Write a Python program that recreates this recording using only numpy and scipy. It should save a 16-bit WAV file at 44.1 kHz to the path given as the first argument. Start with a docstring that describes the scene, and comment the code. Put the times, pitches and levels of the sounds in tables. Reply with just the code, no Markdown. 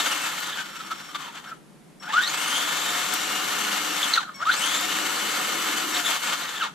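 """A small electric buggy held above a workbench, wheels in the air, coasts to rest, then is revved twice and braked.
Loose gear teeth strike noisy blows that ring in the plastic chassis, and the pinion whines as overtones of its tooth
rate sweep through the gearbox resonances. Wavering sine lines make the motor hum, stacked tones the controller's
whistle, filtered noise the tyre rush and snaps. A close stereo microphone hears it in a small, quiet room."""
import sys
import numpy as np
from scipy import signal
from scipy.fft import rfft, irfft
from scipy.io import wavfile
from scipy.ndimage import uniform_filter1d

SR = 44100
rng = np.random.default_rng(int(sys.argv[2]) if len(sys.argv) > 2 else 0)


def dump_mix(stems):
    """Bounce the given channels to the path in sys.argv[1] as a 16-bit WAV at rate SR."""
    frames = np.atleast_2d(stems).T  # one column per channel
    limited = np.clip(frames, -1, 1)  # hard clip at full scale
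    pcm = np.round(limited * 32767).astype(np.int16)
    wavfile.write(sys.argv[1], SR, pcm)


N = 297234
T = np.arange(N) / SR
FREQS = np.maximum(np.fft.rfftfreq(2 * N, 1 / SR), 1)
PINION_TEETH, FULL_SPEED_HZ = 12, 320  # motor turns per second
SECOND_STAGE_ORDER = 2.355  # second-stage tooth meetings per motor turn


def undb(db):
    """Decibels to gain."""
    return 10 ** (np.asarray(db) / 20)


def to_db(gain):
    """Gain to decibels."""
    return 20 * np.log10(gain)


def unit(x):
    """Scale to rms 1."""
    return x / np.sqrt(np.mean(x ** 2))


def curves(table):
    """The columns of a timed table, sample by sample."""
    s, *columns = np.transpose(table)
    return [np.interp(T, s, column) for column in columns]


def lookup(table, hz):
    """Read a spectrum on a log-frequency axis."""
    f, value = np.transpose(table)
    return np.interp(np.log(np.maximum(hz, 1)), np.log(f), value)


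def filtered(x, response):
    """Apply a frequency response."""
    return irfft(rfft(x, 2 * N) * response)[..., :N]


def ringing(db):
    """The causal response that has this gain: resonances ring after the blow."""
    cepstrum = irfft(db * np.log(10) / 20)
    cepstrum[1:N] *= 2
    cepstrum[N + 1:] = 0
    return np.exp(rfft(cepstrum))


def walk(rate):
    """Smooth chance with spread 1 that changes about rate times a second."""
    return unit(filtered(rng.standard_normal(N), 1 / (1 + (FREQS / rate) ** 4)))


# Room tone spectrum. Each row: frequency in Hz, relative level in dB.
AIR_COLOUR = [(15, -45), (25, -12.5), (75, -13), (106, -12), (125, -9.5), (158, -1.5), (181, -6.5),
              (196, -3.5), (243, -7.5), (301, -7.5), (475, -15.5), (790, -19), (5140, -33), (11200, -33),
              (15000, -53)]


def air(level_db=-51.5, side_db=-4):
    """Low steady room tone, shaped noise that is partly unrelated left and right."""
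    colour = undb(lookup(AIR_COLOUR, FREQS))
    mid, side = (unit(filtered(rng.standard_normal(N), colour)) for _ in range(2))
    return undb(level_db) * (mid + undb(side_db) * np.outer([1, -1], side))


# Level balance of the two microphone ports. Each row: frequency in Hz, left minus right in dB.
PORT_BALANCE = [(60, 1), (110, -15), (200, 4), (380, 12), (700, 2.5), (1290, 0.5), (2380, 2), (4400, 0.5),
                (8120, 11), (15000, -5)]
# Phase between the ports. Each row: frequency in Hz, lead of the left in radians.
PORT_PHASE = [(100, 0), (350, -.5), (700, -1.4), (1120, -1.1), (1380, 0), (2330, -1.1), (2900, -.5),
              (4700, .3), (6300, .3), (8300, -1.8), (9700, -1.3), (11000, 0)]


def room(x, near_db=-10, near_s=0.026, far_db=-17, t60=0.42, bright_db=4, bright_hz=6500):
    """Direct sound at the two ports, quick scatter from bench and shelves, and a short room tail."""
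    lead = np.exp(.5j * lookup(PORT_PHASE, FREQS))
    direct = filtered(x, np.array([lead, 1 / lead]))
    echoes = 0
    for db, decay_s, delay_s in ((near_db, near_s, .001), (far_db, t60 / np.log(1000), .008)):
        tail = rng.standard_normal((2, N)) * np.exp(-T / decay_s) * (T > delay_s)
        echoes = echoes + undb(db) * unit(tail) / np.sqrt(N)
    # the beaming treble arrives mostly by reflection
    scatter = undb(bright_db * np.exp(-np.log2(FREQS / bright_hz) ** 2 * 2))
    both = direct + filtered(x, rfft(echoes, 2 * N) * scatter)
    return filtered(both, undb(np.outer([.5, -.5], lookup(PORT_BALANCE, FREQS))))


# Run-ups. Each row: start in seconds, top speed in motor turns per second, time constant in seconds.
SPIN_UPS = [(2.023, 318.5, .29), (4.407, 327.5, .152)]
# Each run-up starts in jerks, as the gearbox resonances hold the motor back and let it go.
# Each row: time in seconds, motor speed in turns per second.
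FIRST_PULL = [(2.015, 42), (2.035, 60), (2.075, 60), (2.092, 72), (2.116, 74), (2.14, 98), (2.176, 121),
              (2.198, 124), (2.222, 150), (2.254, 157), (2.31, 200)]
SECOND_PULL = [(4.385, 45), (4.415, 51), (4.442, 63), (4.456, 91), (4.468, 103), (4.494, 115), (4.504, 127),
               (4.53, 172), (4.553, 176), (4.572, 212), (4.6, 233), (4.625, 253), (4.665, 267)]
# Easing off and braking, one curve each time. Each row: time in seconds, motor speed in turns per second.
COAST = [(0, 315), (.1, 245), (.22, 223), (.33, 203), (.495, 148), (.6, 129), (.66, 117), (.88, 105),
         (.94, 111), (1.15, 99), (1.215, 88.4), (1.29, 79), (1.365, 69), (1.45, 58), (1.49, 63),
         (1.535, 54), (1.6, 2)]
HARD_STOP = [(3.88, 319), (3.979, 306), (4.04, 282.7), (4.132, 173.9), (4.155, 169.9), (4.178, 117.2),
             (4.228, 64.63), (4.27, 55.95), (4.309, 51.05), (4.37, 44.93)]
SLOW_STOP = [(5.78, 326.3), (5.94, 315.4), (6.07, 288.3), (6.26, 227.2), (6.35, 173.2), (6.44, 157),
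             (6.5, 153.1), (6.598, 144), (6.626, 110), (6.66, 80.05), (6.685, 55.8), (6.74, 34.43)]
# tooth force at stall torque, when slowing by HARD_BRAKE_HZ_PER_S, and running free
TORQUE_DB, BRAKE_DB, FREE_DB = -21, -29.5, -67
HARD_BRAKE_HZ_PER_S, BRAKE_POWER = 1000, 0.89  # the power sets how force grows with the rate of slowing
SOFT_BELOW_HZ, SOFT_DB_PER_OCTAVE = 101.6, 21  # slow teeth press more gently
TAKE_UP_S, TORQUE_RISE_S = .02, 0.007  # the current comes on this long before the run-up, and builds over this time


def drive():
    """Motor speed (Hz) and tooth force (dB): torque fades towards top speed; slowing loads the teeth again."""
    phases = []
    for (start, top_hz, lag_s), pull in zip(SPIN_UPS, (FIRST_PULL, SECOND_PULL)):
        torque = np.exp(-np.maximum(T - start, 0) / lag_s)
        current = np.clip((T - start + TAKE_UP_S) / TORQUE_RISE_S, 0, 1)
        hz = np.where(T < pull[-1][0], curves(pull)[0], top_hz * (1 - torque))
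        phases.append((start - TAKE_UP_S, hz, undb(TORQUE_DB) * current * np.sqrt(torque)))
    for table in (COAST, HARD_STOP, SLOW_STOP):
        hz, = curves(table)
        slowing = np.abs(np.gradient(hz, T)) / HARD_BRAKE_HZ_PER_S
        phases.append((table[0][0], hz, undb(BRAKE_DB) * slowing ** BRAKE_POWER))

    # each phase takes over from the one before
    speed, force = np.zeros(N), np.zeros(N)
    for k, (start, hz, push) in enumerate(sorted(phases, key=lambda phase: phase[0])):
        now = (T >= start) | (k == 0)
        speed[now], force[now] = hz[now], push[now]
    speed, force = uniform_filter1d(np.array([np.maximum(speed, 1), force]), size=400)
    soft_db = SOFT_DB_PER_OCTAVE * np.minimum(np.log2(speed / SOFT_BELOW_HZ), 0)
    return speed, to_db(np.hypot(force, undb(FREE_DB))) + soft_db


def tyres(speed, db=-49, centre_hz=420, octaves=0.98, growth=18.0, gust_db=3.0):
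    """Knobbly tyres churn the air: a low rush that only comes up near full speed."""
    band = np.exp(-np.log2(FREQS / centre_hz) ** 2 / (2 * octaves ** 2))
    rush = unit(filtered(rng.standard_normal(N), band))
    return rush * undb(db + gust_db * walk(25.0)) * (speed / FULL_SPEED_HZ) ** growth


# Sharp snaps in the drive train. Each row: time in seconds, level before the bass is cut in dB.
SNAPS = [(.403, -30), (3.1375, -18), (4.358, -44), (4.811, -26), (6.105, -26)]


def snaps(decay_s=0.0039, edge_hz=4500):
    """A hard, bright snap of plastic, a noise burst that dies in a few milliseconds."""
    envelope = sum(undb(db) * (T >= s) * np.exp(-np.abs(T - s) / decay_s) for s, db in SNAPS)
    return filtered(envelope * rng.standard_normal(N), 1 / (1 + (edge_hz / FREQS) ** 4))


# Part throttle. Each row: start in seconds, end in seconds, switching rate at the start in Hz and at the end in Hz,
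# level at the start in dB and at the end in dB, extra gain of the even multiples in dB.
THROTTLE = [(.6, .885, 1107, 1107, -55, -53, -14), (.92, 1.12, 1107, 1106, -53, -51, -14),
            (1.472, 1.505, 1108, 1106, -53, -58, -14), (1.997, 2.14, 1106, 1075, -49, -58, -11),
            (4.341, 4.46, 1112, 1080, -46.5, -56, 0), (5.92, 6.01, 1125, 1120, -46, -48, -6)]
# The windings' whistle. Each row: multiple of the switching rate, relative level in dB.
WHISTLE = [(2, -1), (3, -14), (4, -14), (5, 0), (6, -13), (7, -12)]


def controller(waver_db=1.3):
    """Chopped current whistles in the windings at part throttle; even multiples fade near half duty."""
    out = np.zeros(N)
    for start, end, first_hz, last_hz, first_db, last_db, even_db in THROTTLE:
        during = (T > start) & (T < end)
        t = T[during]
        phase = 2 * np.pi * np.cumsum(np.linspace(first_hz, last_hz, len(t))) / SR
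        gate = np.clip(np.minimum(t - start, end - t) / .003, 0, 1)
        tone = sum(undb(db + even_db * (k % 2 == 0)) * np.sin(k * phase) for k, db in WHISTLE)
        out[during] += gate * undb(np.linspace(first_db, last_db, len(t))) * tone
    return np.sqrt(2) * out * undb(waver_db * walk(30))


# Rotor, second gear stage, tyre tread, a drive shaft, the armature's three poles and three commutator lines.
# Each entry: cycles per motor turn.
HUM_ORDERS = [1, 2.355, 1.33, .665, 3, 9, 18, 24]
# The resonance that each of these lines meets near full speed. Each row: frequency in Hz, width in Hz,
# line level there at full speed and usual load in dB (the rotor's before ROTOR_LEVEL),
# share of the tooth force that it follows from 0 to 1, phase jitter in radians.
HUM_RESONANCES = [(315, 40, -53, 0, .95), (730, 64, -43.5, .2, .6), (425, 30, -55, 0, .7),
                  (215, 24, -52.5, 0, 1), (350, 110, -50, 0, .7), (2860, 80, -39, 0, .7),
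                  (5650, 200, -46.5, 0, .45), (7860, 120, -47.5, 0, .55)]
# Swell of the rotor's hum. Each row: time in seconds, gain in dB.
ROTOR_LEVEL = [(0, -8), (2.6, 0), (3.8, 2.5), (4.7, 2.5), (5.05, 8.5), (5.3, -3), (5.6, 7), (5.78, 9),
               (5.96, 9), (6.15, -10)]


def hum(speed, turns, force_db, usual_db=-35, waver_db=2.2):
    """Turning parts give wavering lines that swell as the speed brings them to a resonance."""
    lines = []
    for order, (hz, width_hz, db, load_share, jitter) in zip(HUM_ORDERS, HUM_RESONANCES):
        resonance = 1 / np.hypot(1, 2 * (order * speed - hz) / width_hz)
        level_db = db + load_share * (force_db - usual_db) + waver_db * walk(9)
        phase = 2 * np.pi * order * turns + jitter * walk(35)
        lines.append(resonance * undb(level_db) * np.sin(phase))
    rotor_db, = curves(ROTOR_LEVEL)
    mixed = lines[0] * undb(rotor_db) + sum(lines[1:])
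    return np.sqrt(2) * mixed * speed / FULL_SPEED_HZ


# Pinion whine. Each row: multiple of the tooth rate, relative level in dB.
WHINE = [(1, 1.5), (2, -.5), (3, -4), (4, -12.5)]
# How the gearbox answers a steady tooth force. Each row: frequency in Hz, gain in dB.
GEARBOX = [(300, -47), (700, -18.5), (880, -9.5), (1000, -8), (1250, -3), (1480, 0), (1650, -12.5),
           (1880, -12), (2100, -29), (2550, -16), (2950, -11.5), (3200, -7.5), (3700, -7.5), (4150, -7.5),
           (4800, -27), (7300, -10.5), (8500, -13.5), (11000, -22)]
# when the motor pulls through the main gearbox resonance, the tooth rate sings out and its overtones drop by up to this
SING_HZ, SING_WIDTH_HZ, SING_PURITY_DB = 1400, 560, 11
BOUNCE_FROM_HZ = 78  # below this motor speed the teeth bounce less and less, and the whine clears


def whine(speed, turns, force_db, overrun, jitter=0.19, eccentric=0.88, firm_db=-22, loosening=0.68,
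          shake_hz=3100, bounce_db=-1.5, patchy_db=1.0, rough_db=2.7):
    """Tooth-rate tones sweep through the gearbox resonances; an off-centre pinion adds sidebands."""
    # firmly pressed teeth stay in step; lightly loaded ones bounce and lose contact, a little less on overrun
    slack = undb(-loosening * np.clip(force_db - firm_db, -15, 12) + bounce_db * overrun)
    pace = np.clip(speed / BOUNCE_FROM_HZ, 0, 1)
    slack = slack * pace ** 1.5
    singing = (1 - overrun) / (1 + (2 * (PINION_TEETH * speed - SING_HZ) / SING_WIDTH_HZ) ** 4)
    contact_db = patchy_db * slack * walk(55) - .1 * (patchy_db * slack) ** 2
    # the shaft bows more the faster it spins
    whirl = eccentric * (speed / FULL_SPEED_HZ) ** 2 * np.sin(2 * np.pi * turns)
    phase = 2 * np.pi * PINION_TEETH * turns + jitter * slack * walk(210) + whirl
    tone = 0
    for multiple, db in WHINE:
        overtone = multiple - 1
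        hz = multiple * PINION_TEETH * speed
        # high overtones feel every flaw of the tooth flanks and break up into a whirr
        looseness = np.clip(slack, .8 * (overtone > 0), 1.1)
        shake = min(.4 + .8 * overtone, 1.4) * np.clip(hz / shake_hz, 0, 1) ** 2 * looseness * walk(260)
        level_db = db + lookup(GEARBOX, hz) - SING_PURITY_DB * singing * (overtone > 0)
        uneven_db = rough_db * pace * np.sqrt(multiple) * walk(143)
        tone = tone + undb(level_db + uneven_db) * np.sin(multiple * phase + shake)
    return np.sqrt(2) * tone * undb(force_db + contact_db)


# Backlash rattle grows with speed. Each row: motor speed in turns per second, free-running rattle level in dB.
BACKLASH = [(25, -62), (50, -54), (85, -47), (120, -44), (150, -38.5), (200, -35.5), (270, -32), (325, -32)]
# The gears bind or ease for a moment, a round-topped swell. Each row: centre in seconds, length in seconds,
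# rise of the rattle in dB, added tooth force in dB.
BINDS = [(0.004, 0.0094, 6, -31), (0.072, 0.027, 3.5, -32), (0.127, 0.027, 4, -22.5),
         (0.244, 0.077, 1, -29), (0.496, 0.026, 2.5, -33), (0.537, 0.03, 1, -35), (0.595, 0.048, 6, -35.5),
         (0.769, 0.02, 3.5, -50), (0.81, 0.02, 3, -42), (0.842, 0.016, 0, -50), (0.921, 0.025, 7, -34),
         (1, 0.024, 4, -58), (1.157, 0.02, 11.5, -29.5), (1.227, 0.04, 3.5, -36.5), (1.282, 0.053, 4, -41),
         (1.367, 0.039, 9.5, -42), (1.447, 0.01, 6, -50), (1.482, 0.053, 4, -46), (1.524, 0.026, 0, -35.5),
         (2.036, 0.022, 5.5, -44), (2.104, 0.033, 5.5, -32), (2.155, .045, 4, -42), (2.187, 0.031, 2, -23),
         (2.24, 0.036, -2, -31), (2.55, 0.1, 0.5, -30), (3.135, 0.017, 3, -45), (3.975, 0.039, .5, -45),
         (4.038, 0.026, 1, -26.5), (4.14, 0.015, 4, -14), (4.155, 0.022, 4, -28), (4.18, 0.0079, 3, -19.5),
         (4.213, 0.016, 8, -42), (4.233, 0.013, 11, -30), (4.289, 0.065, 0.5, -39.5), (4.37, 0.05, 1, -46),
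         (4.405, 0.013, 7, -35), (4.427, 0.022, 14.5, -27), (4.483, 0.021, 1, -27), (4.5, 0.011, 1, -21),
         (4.54, 0.024, 2, -35), (4.58, 0.025, 1.5, -35), (4.64, 0.056, 1, -29), (4.74, 0.069, 2, -30),
         (5.9, 0.095, -2.5, -57), (5.957, 0.029, 2.5, -30), (6.024, 0.03, -4.5, -50),
         (6.067, 0.034, 0.5, -23), (6.118, 0.071, 3, -34), (6.198, 0.041, -5.5, -50),
         (6.277, 0.073, 3, -35), (6.339, 0.028, 3.5, -39), (6.44, 0.039, 3.5, -35), (6.496, 0.022, 2, -32),
         (6.565, 0.044, 1.5, -31), (6.624, 0.017, 4, -32), (6.661, 0.049, 12.5, -34)]
LOAD_RATTLE_DB, LOAD_DULLING = -12.5, 0.57  # rattle per tooth force; sharpness lost per dB of added rattle
# sharpness of free-running blows at full speed, and its fall as the gears slow
SHARP_DB, SHARP_DB_PER_OCTAVE = -4.5, 0.5


def teeth(speed, load_db):
    """Tooth force, rattle level, sharpness (dB): speed sets a bright rattle; load and binding add a duller one."""
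    free_db = lookup(BACKLASH, speed)
    level_db = to_db(np.hypot(undb(free_db), undb(load_db + LOAD_RATTLE_DB)))
    force = undb(load_db)
    for s, length_s, rise_db, push_db in BINDS:
        swell = .5 ** (np.abs(2 * (T - s) / length_s) ** 3)
        level_db = level_db + to_db(1 + (undb(rise_db) - 1) * swell)
        force = force + undb(push_db) * swell
    free_sharp_db = SHARP_DB + SHARP_DB_PER_OCTAVE * np.log2(speed / FULL_SPEED_HZ)
    sharp_db = free_sharp_db - LOAD_DULLING * (level_db - free_db)
    return to_db(force), level_db, sharp_db


# Broad colour of the chassis. Each row: frequency in Hz, gain in dB.
CHASSIS = [(65, -80), (110, -37), (132, -29), (184, -11), (256, -10.5), (308, -2.5), (355, -14), (606, -4),
           (1410, 3), (2410, -7), (2950, -1.5), (5360, -5.5), (7610, -13), (8610, -15.5), (15000, -27.5)]
# Its panel resonances and notches. Each row: frequency in Hz, width in Hz, gain in dB.
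PANELS = [(207, 82, 2.5), (540, 28, 1), (601, 27, -5.5), (1000, 260, 2), (1270, 232, 2.5), (1441, 71, 5),
          (1823, 230, 4), (2196, 274, 7.5), (2605, 310, 3.5), (3050, 1370, 1.5), (3083, 130, 3.5),
          (3660, 41, 3), (3683, 186, 5), (3716, 123, -9), (5260, 730, -4.5), (7440, 970, 3),
          (8450, 760, -2.5), (8600, 480, 0.5), (11230, 1120, -5), (12520, 1870, 5.5)]
# The two gearbox resonances that stand out of a slow rattle. Each row: frequency in Hz, width in Hz, gain in dB.
SLOW_RING = [(1320, 390, -23), (3390, 490, -5)]


def rattle(speed, turns, level_db, sharp_db, scatter_db=4.0, worn_db=0.5, flutter_db=1.2, wobble_db=0.32,
           rub_db=-2, low_hz=650, mid_hz=1850, top_hz=8300, full_sharp_db=-12, slow_mid_db=1.5, hollow_db=-1.5):
    """Teeth of both gear stages knock across their backlash and slide; the chassis rings with each blow."""
    blows = np.zeros(N)
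    for per_turn in (PINION_TEETH, SECOND_STAGE_ORDER):
        at = np.flatnonzero(np.diff(np.floor(turns * per_turn)))
        timing, strength, flank = rng.standard_normal((3, len(at)))
        wear = np.resize(rng.standard_normal(size=37), len(at))  # the same bad teeth come round again
        blow_speed = np.maximum(speed[at], 20)
        late = .25 * timing * SR / (per_turn * blow_speed)
        side = np.sign(flank + .3 * wear)  # either flank may hit
        force = undb(scatter_db * strength + worn_db * wear) * side
        np.add.at(blows, np.clip(at + late.astype(int), 0, N - 1), force / np.sqrt(blow_speed))
    blows *= np.clip(speed / 150, .3, 1)  # slow teeth slide more than they knock
    contact = unit(unit(blows) + undb(rub_db) * rng.standard_normal(N))
    unrest = np.clip(FULL_SPEED_HZ / np.maximum(speed, 1), 1, 2)  # slow gears chatter in looser bursts
    wobble = np.sin(2 * np.pi * turns / 13)  # unbalanced wheels load the gears once a wheel turn
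    contact *= undb(flutter_db * unrest * walk(37.0) + wobble_db * wobble)

    panels_db = sum(db / (1 + (2 * (FREQS - hz) / width) ** 4) for hz, width, db in PANELS)
    body = filtered(contact, ringing(lookup(CHASSIS, FREQS) + panels_db))
    below_low, below_mid, below_top = (1 / (1 + (FREQS / hz) ** 8) for hz in (low_hz, mid_hz, top_hz))
    bands = np.array([below_low, below_mid - below_low, below_top - below_mid, 1 - below_top])
    low, mid, bright, top = filtered(body, bands)
    # slow teeth land softly and mostly stir the gearbox itself
    slowness = np.log2(FULL_SPEED_HZ / np.clip(speed, 40, None))  # octaves below full speed
    sound = low + mid * undb(slow_mid_db * slowness) + bright + top * undb(sharp_db - full_sharp_db)
    resonances = sum(undb(db) / (1 + (2 * (FREQS - hz) / width) ** 2) for hz, width, db in SLOW_RING)
    ring = filtered(sound, resonances)
    stir = np.clip(slowness / 2.0, 0, 1)
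    sound = (sound + stir * ring) * undb(hollow_db * stir)
    return sound / np.std(bright) * undb(level_db) * np.clip(speed / 25, 0, 1)


# How far apart the two axles sound. Each row: frequency in Hz, share from 0 to 1.
AXLE_SPREAD = [(300, .3), (1300, .28), (3000, .32), (5000, .5), (8000, .55), (12000, .3)]


def scene():
    """One motor speed drives the buggy; its axles rattle on their own, left and right of the microphone."""
    speed, load_db = drive()
    force_db, level_db, sharp_db = teeth(speed, load_db)
    overrun = uniform_filter1d(1. * (np.gradient(speed) < 0), size=400)  # near 1 while slowing
    speed = speed * (1 + .002 * walk(20))
    turns = np.cumsum(speed) / SR
    front, rear = (rattle(speed, turns, level_db, sharp_db) + tyres(speed) for _ in range(2))
    # each port favours the nearer axle by a share that depends on frequency
    difference = filtered(front - rear, lookup(AXLE_SPREAD, FREQS))
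    axles = (front + rear + np.outer([1, -1], difference)) / np.sqrt(2)
    motor = whine(speed, turns, force_db, overrun) + hum(speed, turns, force_db) + controller() + snaps()
    return room(axles + motor) + air()


def record(dry, low_cut_hz=135, leak_db=-17, top_hz=15200):
    """The microphone shelves off the bass and cuts the top."""
    shelf = undb(leak_db * np.minimum(FREQS / 100, 1))  # the cut eases again below 100 Hz
    bass_cut = np.maximum(1 / np.sqrt(1 + (low_cut_hz / FREQS) ** 20), shelf)
    top_cut = signal.ellip(10, .2, 80, top_hz, fs=SR, output="sos")
    return signal.sosfilt(top_cut, filtered(dry, bass_cut))


dry = scene()
out = record(dry)
dump_mix(out)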